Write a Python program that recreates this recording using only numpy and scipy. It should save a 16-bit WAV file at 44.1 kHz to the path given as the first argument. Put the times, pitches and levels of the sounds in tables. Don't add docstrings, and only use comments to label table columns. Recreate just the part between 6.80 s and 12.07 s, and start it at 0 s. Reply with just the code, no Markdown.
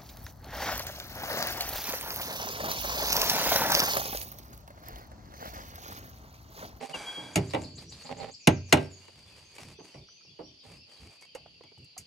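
import sys
import numpy as np
from scipy import signal
from scipy.fft import rfft, irfft
from scipy.io import wavfile
from scipy.ndimage import uniform_filter1d

SR = 44100
rng = np.random.default_rng(int(sys.argv[2]) if len(sys.argv) > 2 else 0)


def to_wav(s):
    ch = np.atleast_2d(s).T
    pcm = np.round(np.clip(ch, -1, 1) * 32767)
    wavfile.write(sys.argv[1], SR, pcm.astype(np.int16))


N = 232218
T = np.arange(N) / SR
SIDES = np.array([[1], [-1]])


def undb(db):
    return 10 ** (np.asarray(db) / 20)


def unit(x):
    return x / np.sqrt(np.mean(x ** 2) + 1e-20)


def add(out, s, x):
    i = max(int(s * SR), 0)
    out[:, i:i + x.shape[-1]] += x[..., :N - i]


def at_hz(hz, table, column=1):
    table = np.array(table, float)
    return np.interp(np.log(hz + 1e-3), np.log(table[:, 0]), table[:, column])


def colour(x, spectrum, lo_hz=0, hi_hz=SR):
    hz = np.fft.rfftfreq(x.shape[-1], 1 / SR)
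    return unit(irfft(rfft(x) * undb(at_hz(hz, spectrum)) * (hz >= lo_hz) * (hz < hi_hz), x.shape[-1]))


def resonate(x, hz, width_hz):
    return signal.lfilter(*signal.iirpeak(hz, hz / width_hz, SR), x)


def stereo_noise(size, spread):
    mid, side = rng.standard_normal((2, size))
    return unit(mid + spread * side * SIDES)


def wander(rate_hz):
    hold = int(SR / rate_hz)
    steps = np.repeat(rng.standard_normal(N // hold + 1), hold)
    return unit(uniform_filter1d(steps, hold)[:N])


def impulses(per_s):
    return rng.random(N) < per_s / SR


def fade(t, t60):
    return np.exp(-np.log(1000) * np.maximum(t, 0) / t60)


def strokes(table, peak_at, fullness, release_s):
    gain = 0
    for s, length, db in table:
        progress = np.interp(T, [s, s + peak_at * length, s + length], [0, .5, 1])
        speed = np.sin(np.pi * progress) * (T < s + length)
        gain = gain + undb(db) * speed.clip(0) ** (1 / fullness)
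    pole = np.exp(-np.log(1000) / (release_s * SR))
    return signal.lfilter([1 - pole], [1, -pole], gain + 1e-12)


def whistle(length_s, start_hz, middle_hz, end_hz, waver):
    progress = np.linspace(0, 1, int(length_s * SR))
    glide = np.polyval(np.polyfit([0, .5, 1], [start_hz, middle_hz, end_hz], 2), progress)
    wobble = np.interp(progress, np.linspace(0, 1, 24), rng.standard_normal(24))
    hz = glide * (1 + waver * wobble)
    return np.sin(2 * np.pi * np.cumsum(hz) / SR) * np.sin(np.pi * progress).clip(0)


# (frequency [Hz], level [dB])
AIR_EQ = [(18, -26), (30, -16.5), (130, -1.5), (274, -6.5), (470, -8.5), (1190, -19.5), (1660, -21.5),
          (2770, -6.5), (3970, -10.5), (4630, -1.5), (5550, -19), (6470, -16.5), (7750, -32),
          (11400, -28.5), (14000, -63.5)]
def shore(air_db=-61.5, insect_hz=4650, insect_db=-60.5, far_birds_db=-72):
    def band(hz, width_hz, spread):
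        return unit(resonate(resonate(stereo_noise(N, spread), hz, width_hz), hz, width_hz))
    air = undb(air_db + wander(1)) * colour(stereo_noise(N, 1), AIR_EQ)
    insects = band(insect_hz, 440, spread=0.7) * undb(insect_db + 0.96 * wander(56))
    far_birds = sum(band(hz, 540, spread=1) * undb(3.8 * wander(4.6)) for hz in (2450, 2800, 3200))
    return air + insects + undb(far_birds_db) * unit(far_birds)


# (frequency [Hz], width [Hz], level [dB])
SOLE_MODES = [(163, 7.3, -0.5), (252.6, 13, -3), (450, 20, -4.5), (560, 87, -3.5), (788, 8.5, 6.5),
              (1970, 710, -21.5)]
# (time [s], length [s], level [dB])
SCUFFS = [(0.0, 0.045, -41), (0.085, 0.045, -49.5), (1.24, 0.037, -47.5), (1.285, .12, -49.5),
          (1.395, 0.1, -44.5), (3.825, 0.12, -63), (4.065, 0.077, -69.5), (4.19, 0.15, -69.5)]
def sole(slips_per_s=70, pan_db=-4, lowpass_hz=5000, rasp_db=3):
    slips = impulses(slips_per_s) * rng.uniform(0.86, 1, N)
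    drive = unit(slips) + 1.4 * stereo_noise(N, 0.69)
    deck = unit(sum(undb(db) * resonate(drive, hz, width) for hz, width, db in SOLE_MODES))
    dulled = signal.sosfilt(signal.butter(1, lowpass_hz, fs=SR, output="sos"), deck)
    envelope = strokes(SCUFFS, peak_at=0.067, fullness=3.2, release_s=0.094)
    return dulled * envelope * undb(4.5 + rasp_db * wander(60) + SIDES * pan_db / 2)


# (frequency [Hz], level [dB])
CLOTH_EQ = [(180, -62.5), (300, -7.5), (358, -2), (1070, -4.5), (1430, -10.5), (2430, -3.5), (3190, -9.5),
            (8640, -12), (11500, -17), (13000, -13.5), (14000, -66)]
# (time [s], length [s], level [dB])
ARM_MOVES = [(0.0, 0.089, -58.5), (0.087, 0.044, -58), (0.61, 0.32, -65.5), (0.96, .1, -64),
             (1.09, 0.24, -66), (1.2, 0.033, -78), (1.34, 0.16, -71.5), (1.86, 0.21, -66), (2.05, 0.6, -73),
             (2.43, 0.4, -73), (2.735, 0.22, -65), (3.0, 0.21, -72), (3.82, 0.18, -68.5),
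             (4.055, 0.39, -70.5), (4.41, 0.039, -66)]
def sleeves(catches_per_s=170, creases_per_s=22):
    catches = impulses(catches_per_s) * undb(1.6 * rng.exponential(size=N).clip(0, 4))
    creases = impulses(creases_per_s) * rng.uniform(.3, 1, N)
    cloth = colour(stereo_noise(N, .25) + .5 * unit(catches) + .5 * unit(creases), CLOTH_EQ)
    envelope = strokes(ARM_MOVES, peak_at=0.2, fullness=1.2, release_s=0.1)
    return cloth * envelope * undb(10.5 + 2 * wander(30) + 2 * wander(220))


# (time [s], length [s], start pitch [Hz], middle pitch [Hz], end pitch [Hz], level [dB])
SQUEAKS = [(0.131, 0.033, 2995, 2820, 2680, -31.5), (0.256, 0.077, 3300, 3305, 3366, -34.5),
           (0.328, 0.1, 3310, 3303, 3310, -36.5), (0.394, 0.13, 3300, 3324, 3250, -48.5),
           (4.417, 0.039, 2120, 2190, 2290, -53)]
def gear_squeaks(stereo_phase_rad=0.95):
    out = np.zeros((2, N))
    for s, length, start, middle, end, db in SQUEAKS:
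        squeak = signal.hilbert(whistle(length, start, middle, end, waver=0.0027))
        add(out, s, undb(db) * np.real(squeak * np.exp(.5j * stereo_phase_rad * SIDES)))
    return out


def bending_attack(t, hz):
    slowness = np.sqrt(150 / hz)
    delay_s = 0.003 * (slowness - np.sqrt(150 / 14000))
    return np.clip((t - delay_s) / (0.0055 * slowness), 0, 1)


# (frequency [Hz], level [dB])
WASH_EQ = [(29, -34), (50, -10.5), (330, -9), (504, -7), (847, -10), (1070, -15.5), (1720, -30.5),
           (1930, -22.5), (2950, -24), (3250, -29), (6580, -32), (7770, -32.5), (10300, -34),
           (13000, -31.5), (14000, -66)]
# (frequency [Hz], early t60 [s], tail t60 [s])
WASH_DECAY = [(80, 0.29, .9), (240, 0.082, 0.53), (700, 0.14, 0.39), (2500, 0.062, 0.35),
              (10000, 0.051, 0.11)]
def plate_wash(t, lo_hz, hi_hz, ring, spread, tail_db=-19.5):
    noise, wash = stereo_noise(len(t), spread), 0
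    edges = np.geomspace(lo_hz, hi_hz, 4)
    for low, high in zip(edges, edges[1:]):
        hz = np.sqrt(low * high)
        early_t60, tail_t60 = (at_hz(hz, WASH_DECAY, column) * ring for column in (1, 2))
        band = colour(noise, WASH_EQ, low, high) * undb(at_hz(hz, WASH_EQ)) * np.sqrt(high - low)
        decay = fade(t, early_t60) + undb(tail_db) * fade(t, tail_t60)
        wash = wash + band * bending_attack(t, hz) * decay
    return wash


# (low edge [Hz], high edge [Hz])
REGISTERS = [(50, 200), (200, 450), (450, 1300), (1300, 4300), (4300, 14000)]
# (frequency [Hz], level [dB], t60 [s])
HULL_MODES = [(74.5, -15, 0.47), (93.6, -11.5, 0.95), (122.7, -4, 0.32), (146.3, -1, .36), (175.3, 3, 0.21),
              (246.2, -3.5, 0.39), (282, -5, 0.33), (309.5, 4, 0.22), (334.3, -4.5, .25), (388, -5.5, 0.35),
              (453, -17.5, .2), (529, -6.5, 0.18), (606, -8.5, 0.31), (668, -6.5, 0.23), (846, 0, 0.12),
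              (882, -10, 0.21), (952, -11.5, 0.15), (1134, -12.5, 0.17), (1580, -20, 0.36),
              (1992, -3.5, 0.08), (2159, -0.5, 0.08), (2330, -4.5, 0.11), (2720, -2.5, 0.05),
              (2790, 0.5, 0.05), (2900, 3, 0.079), (3615, -8.5, 0.055), (6270, -4, 0.031), (6700, 3, 0.05),
              (7540, -6.5, .05), (8350, -1, 0.023), (9750, -4, 0.032)]
def knock(levels_db, ring, wash_db=-2, scatter_db=2.5):
    t = np.arange(2 ** 15) / SR
    out, onset = 0, t < .03
    for (lo, hi), db in zip(REGISTERS, levels_db):
        width = min((lo / 450) ** 2 + .1, 1, 1200 / lo)
        wash = plate_wash(t, lo, hi, ring, spread=0.73 * width)
        register = wash * undb(wash_db) / np.std(wash[:, onset])
        scatter = rng.standard_normal((len(HULL_MODES), 2))
        for k, ((hz, mode_db, t60), (strength, skew)) in enumerate(zip(HULL_MODES, scatter)):
            if lo <= hz < hi:
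                phase = 2 * np.pi * hz * t + 0.94 * width * skew * SIDES
                gain = (-1) ** k * undb(mode_db + scatter_db * strength)
                register += gain * np.sin(phase) * bending_attack(t, hz) * fade(t, t60 * ring)
        out = out + undb(db) * register / np.std(register[:, onset])
    return out


def snap(attack_s=0.00095):
    t = np.arange(2 ** 11) / SR
    eq = [(800, -28), (1750, -20), (2000, -2.5), (3000, -5.5), (3400, -9), (6800, -16),
          (12000, -27.5), (14000, -30.5)]
    return colour(stereo_noise(len(t), 0.35), eq) * t / attack_s * np.exp(1 - t / attack_s)


# (trim [dB], share of weight [0-1], share of hardness [0-1])
REGISTER_DRIVE = [(-0.5, 0.97, 0.15), (-0.5, 0.6, 0.02), (-0.5, 0.1, 0.02), (0, 0.06, 0.36), (-2, 0.09, 1)]
# (time [s], level [dB], weight [dB], hardness [dB], ring length [factor])
KNOCKS = [(0.139, -39, -15, -33, 0.94), (0.37, -48, 2, -41, 5.6), (0.557, -30.5, 5.5, 1, 1.02),
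          (0.575, -40, 12, -8, 1.2), (0.735, -29.5, -3.5, -28, 1.6), (0.747, -27, -27, -27.5, 0.88),
          (1.291, -40.5, -24, -48, 0.34), (1.672, -20.5, 4, -4.5, 0.79), (1.9251, -17, -4.5, -4.5, 0.87),
          (1.972, -32.5, -2.5, -25, 1.22), (2.281, -55.5, -10.5, -14, 0.31), (2.782, -50, -20, -5, 0.47),
          (2.997, -54.5, 3, -40, 1.27), (3.142, -50.5, -8, -27.5, 1.34), (3.589, -47, 1, -61, 1.63),
          (4.549, -52, -25.5, 2, 1.3), (4.835, -60.5, -1, -12, 1), (5.178, -67, -3.5, 25.5, 1.5)]
def hull_knocks(low_cut_hz=85, snap_db=5):
    out = np.zeros((2, N))
    for s, db, weight_db, hardness_db, ring in KNOCKS:
        levels_db = [db + trim + heavy * weight_db + hard * hardness_db
                     for trim, heavy, hard in REGISTER_DRIVE]
        add(out, s, knock(levels_db, ring))
        add(out, s, undb(levels_db[3] + snap_db) * snap())
    return signal.sosfilt(signal.butter(4, low_cut_hz, "high", fs=SR, output="sos"), out)


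# (frequency [Hz], width [Hz], level [dB])
SCRAPE_MODES = [(450, 1770, 0.5), (875, 340, 9), (1582, 57, 8.5), (2296, 103, 9.5), (3270, 150, 3.5),
                (3970, 68, 1.5), (4720, 110, 3), (6100, 190, 0), (6840, 2100, -10.5), (8030, 320, -5.5),
                (8880, 290, -6), (12220, 410, -13.5)]
def gear_scrape(start_s=0.142, length_s=0.49, level_db=-41, slowing_db_per_s=24.5, catches_per_s=1500):
    catches = impulses(catches_per_s) * undb(2.9 * rng.exponential(size=N).clip(0, 4))
    drive = stereo_noise(N, 0.26) + 0.58 * unit(catches)
    scrape = unit(sum((-1) ** k * undb(db) * resonate(drive, hz, width)
                      for k, (hz, width, db) in enumerate(SCRAPE_MODES)))
    since = T - start_s
    return scrape * (since > 0) * undb(level_db - slowing_db_per_s * since) * fade(since - length_s, 0.3)


# (frequency [Hz], level [dB])
FLOOR_EQ = [(40, -20), (60, 0), (85, 2.5), (140, 3), (220, -7), (450, -13), (900, -44)]
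# (time [s], length [s], level [dB])
WEIGHT_SHIFTS = [(0.15, 0.068, -49.5), (0.37, 0.54, -56.5), (0.8, 0.074, -37.5), (0.9, 0.34, -47),
                 (1.28, 0.27, -47.5), (2.3, 0.57, -59), (2.79, 0.17, -47.5), (3.14, .12, -49),
                 (3.46, 0.093, -58.5), (3.6, .15, -58.5), (3.85, .2, -52), (4.19, .11, -49),
                 (4.56, 0.26, -60.5), (4.97, 0.089, -50), (5.18, 0.041, -49)]
def floor_boom(trim_db=-2.5):
    envelope = strokes(WEIGHT_SHIFTS, peak_at=0.13, fullness=1.53, release_s=0.105)
    return undb(trim_db) * colour(stereo_noise(N, 0.034), FLOOR_EQ) * envelope


def warbler(chip_period_s=.14, note_s=.026, slur_period_s=.128):
    song = np.zeros((2, N))
    for s in 0.528 + chip_period_s * np.arange(8):
        add(song, s, undb(-46.5) * whistle(note_s, 5700, 7130, 7600, waver=0.037))
        add(song, s + note_s, undb(-41) * whistle(note_s, 4210, 4590, 4000, waver=0.11))
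    for s in 1.591 + slur_period_s * np.arange(3):
        add(song, s, undb(-50.5) * whistle(0.082, 7740, 5970, 4430, waver=0.029))
    return song


# (time [s], length [s], pitch [Hz], opening bend [share of pitch], level [dB])
BIRD_CALLS = [(0.859, 0.074, 4483, 0.029, -49), (1.047, 0.093, 5754, .04, -52.5),
              (1.193, 0.045, 4470, -0.052, -48.5), (1.27, 0.039, 4430, 0.11, -54),
              (1.687, 0.043, 6470, -0.075, -44), (1.997, 0.045, 5490, 0, -51.5),
              (2.093, .09, 6630, 0.17, -51), (2.217, 0.054, 2920, -0.0646, -53),
              (3.27, 0.18, 6530, 0, -63.5), (4.408, 0.15, 3145, 0.056, -58),
              (4.9, 0.39, 4090, 0.061, -65.5)]
def bird_calls():
    song = np.zeros((2, N))
    for s, length, hz, bend, db in BIRD_CALLS:
        note = whistle(length, hz * (1 + bend), hz * (1 + 0.084 * bend), hz, waver=0.0029)
        add(song, s, undb(db) * note)
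    return song


def trill(start_s=1.6, notes_per_s=72, level_db=-52):
    song = np.zeros((2, N))
    for s in start_s + np.arange(24) / notes_per_s:
        add(song, s, undb(level_db) * whistle(.011, 2200, 2500, 2850, waver=.008))
    return song


def far_warble(start_s=2.4, step_s=.066, level_db=-59):
    song = np.zeros((2, N))
    for k, (late, pitch, middle, end) in enumerate(rng.random((40, 4))):
        hz = 2500 + 1000 * pitch
        note = whistle(.07, hz, hz * (.85 + .25 * middle), hz * (.75 + .3 * end), waver=.025)
        add(song, start_s + step_s * (k + late), undb(level_db) * note)
    return song


# (time [s], base pitch [Hz], level [dB])
SEESAW_PAIRS = [(2.62, 6570, -59), (2.95, 6290, -56), (3.26, 6085, -54.5), (3.605, 5670, -54),
                (3.94, 5270, -53.5)]
def seesaw(note_s=0.11, answer_after_s=0.15):
    song = np.zeros((2, N))
    for s, hz, db in SEESAW_PAIRS:
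        rise = whistle(note_s, .91 * hz, .98 * hz, 1.02 * hz, waver=0.0144)
        answer = whistle(note_s, .86 * hz, .87 * hz, .62 * hz, waver=0.0283)
        add(song, s, undb(db) * rise)
        add(song, s + answer_after_s, undb(db - 1.5) * answer)
    return song


def through_trees(song, wood_t60=0.87, wet_db=-2, direct_db=-6):
    t = np.arange(SR) / SR
    echoes = rng.standard_normal((2, SR)) * (2 * fade(t, 0.1) + fade(t, wood_t60))
    echoes /= np.sqrt(np.sum(echoes ** 2, axis=1, keepdims=True))
    return undb(direct_db) * song + undb(wet_db) * signal.fftconvolve(song, echoes, axes=1)[:, :N]


# (time [s], level [dB])
TICKS = [(2.752, -53), (3.045, -62), (4.411, -55), (4.98, -64), (5.045, -59)]
def ticks(t60=0.053):
    out, t = np.zeros((2, N)), np.arange(2 ** 12) / SR
    eq = [(1500, -57.5), (6000, 3), (9000, 3), (14000, -7.5)]
    for s, db in TICKS:
        add(out, s, undb(db) * colour(stereo_noise(len(t), 0.48), eq) * fade(t, t60))
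    return out


# (time [s], start pitch [Hz], attack [s], level [dB])
PLOPS = [(2.985, 411, 0.01, -46.5), (3.283, 1313, 0.0049, -60), (3.405, 1274, 0.007, -65.5),
         (3.449, 420, 0.0029, -58.5), (3.588, 452.5, 0.017, -44), (4.549, 509, 0.0071, -38.5),
         (4.66, 688, 0.0019, -47), (4.809, 506, 0.0018, -46), (4.917, 450, .004, -55.5),
         (4.975, 848, 0.0032, -62), (5.165, 720, 0.0049, -48)]
def water(glide=1.63, splash_db=-6, pan_db=-3, hollow_db=-15, hollow_t60=0.14):
    out, t = np.zeros((2, N)), np.arange(2 ** 12) / SR
    for s, hz, attack, db in PLOPS:
        pocket = np.sin(2 * np.pi * hz * t * (1 + glide * t))
        eq = [(hz / 2, -12), (hz, 0), (hz * 1.44, -5), (hz * 4, -22), (hz * 15, -45)]
        splash = colour(stereo_noise(len(t), 0.31), eq)
        envelope = (t / attack) ** 2 * np.exp(2 - 2 * t / attack)
        plop = (pocket + undb(splash_db) * splash) * envelope
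        hollow = undb(hollow_db) * splash * fade(t, hollow_t60)
        add(out, s, undb(db) * (plop + hollow))
    return out * undb(SIDES * pan_db / 2)


def scene():
    boat = hull_knocks() + floor_boom() + sole() + gear_scrape() + gear_squeaks()
    boat += sleeves() + ticks() + water()
    birds = warbler() + seesaw() + bird_calls() + trill() + far_warble()
    return boat + through_trees(birds) + shore()


# (frequency [Hz], left phase lead [rad], left over right [dB])
MIC_PORTS = [(30, 0, 0), (150, 0, -1), (550, 0, -3.5), (1100, 0, 0), (2300, 0, 2), (4500, 0, 0),
             (7000, .15, 0), (10000, 1.4, 0), (12000, 2.5, 0), (14000, 3, 0)]
def record(dry, high_cut_hz=14300):
    hz = np.fft.rfftfreq(N, 1 / SR)
    phase, tilt_db = (at_hz(hz, MIC_PORTS, column) * SIDES / 2 for column in (1, 2))
    ported = irfft(rfft(dry) * np.exp(1j * phase) * undb(tilt_db), N)
    high_cut = signal.ellip(8, .2, 70, high_cut_hz, fs=SR, output="sos")
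    return signal.sosfilt(high_cut, np.tanh(ported))


dry = scene()
out = record(dry)
to_wav(out)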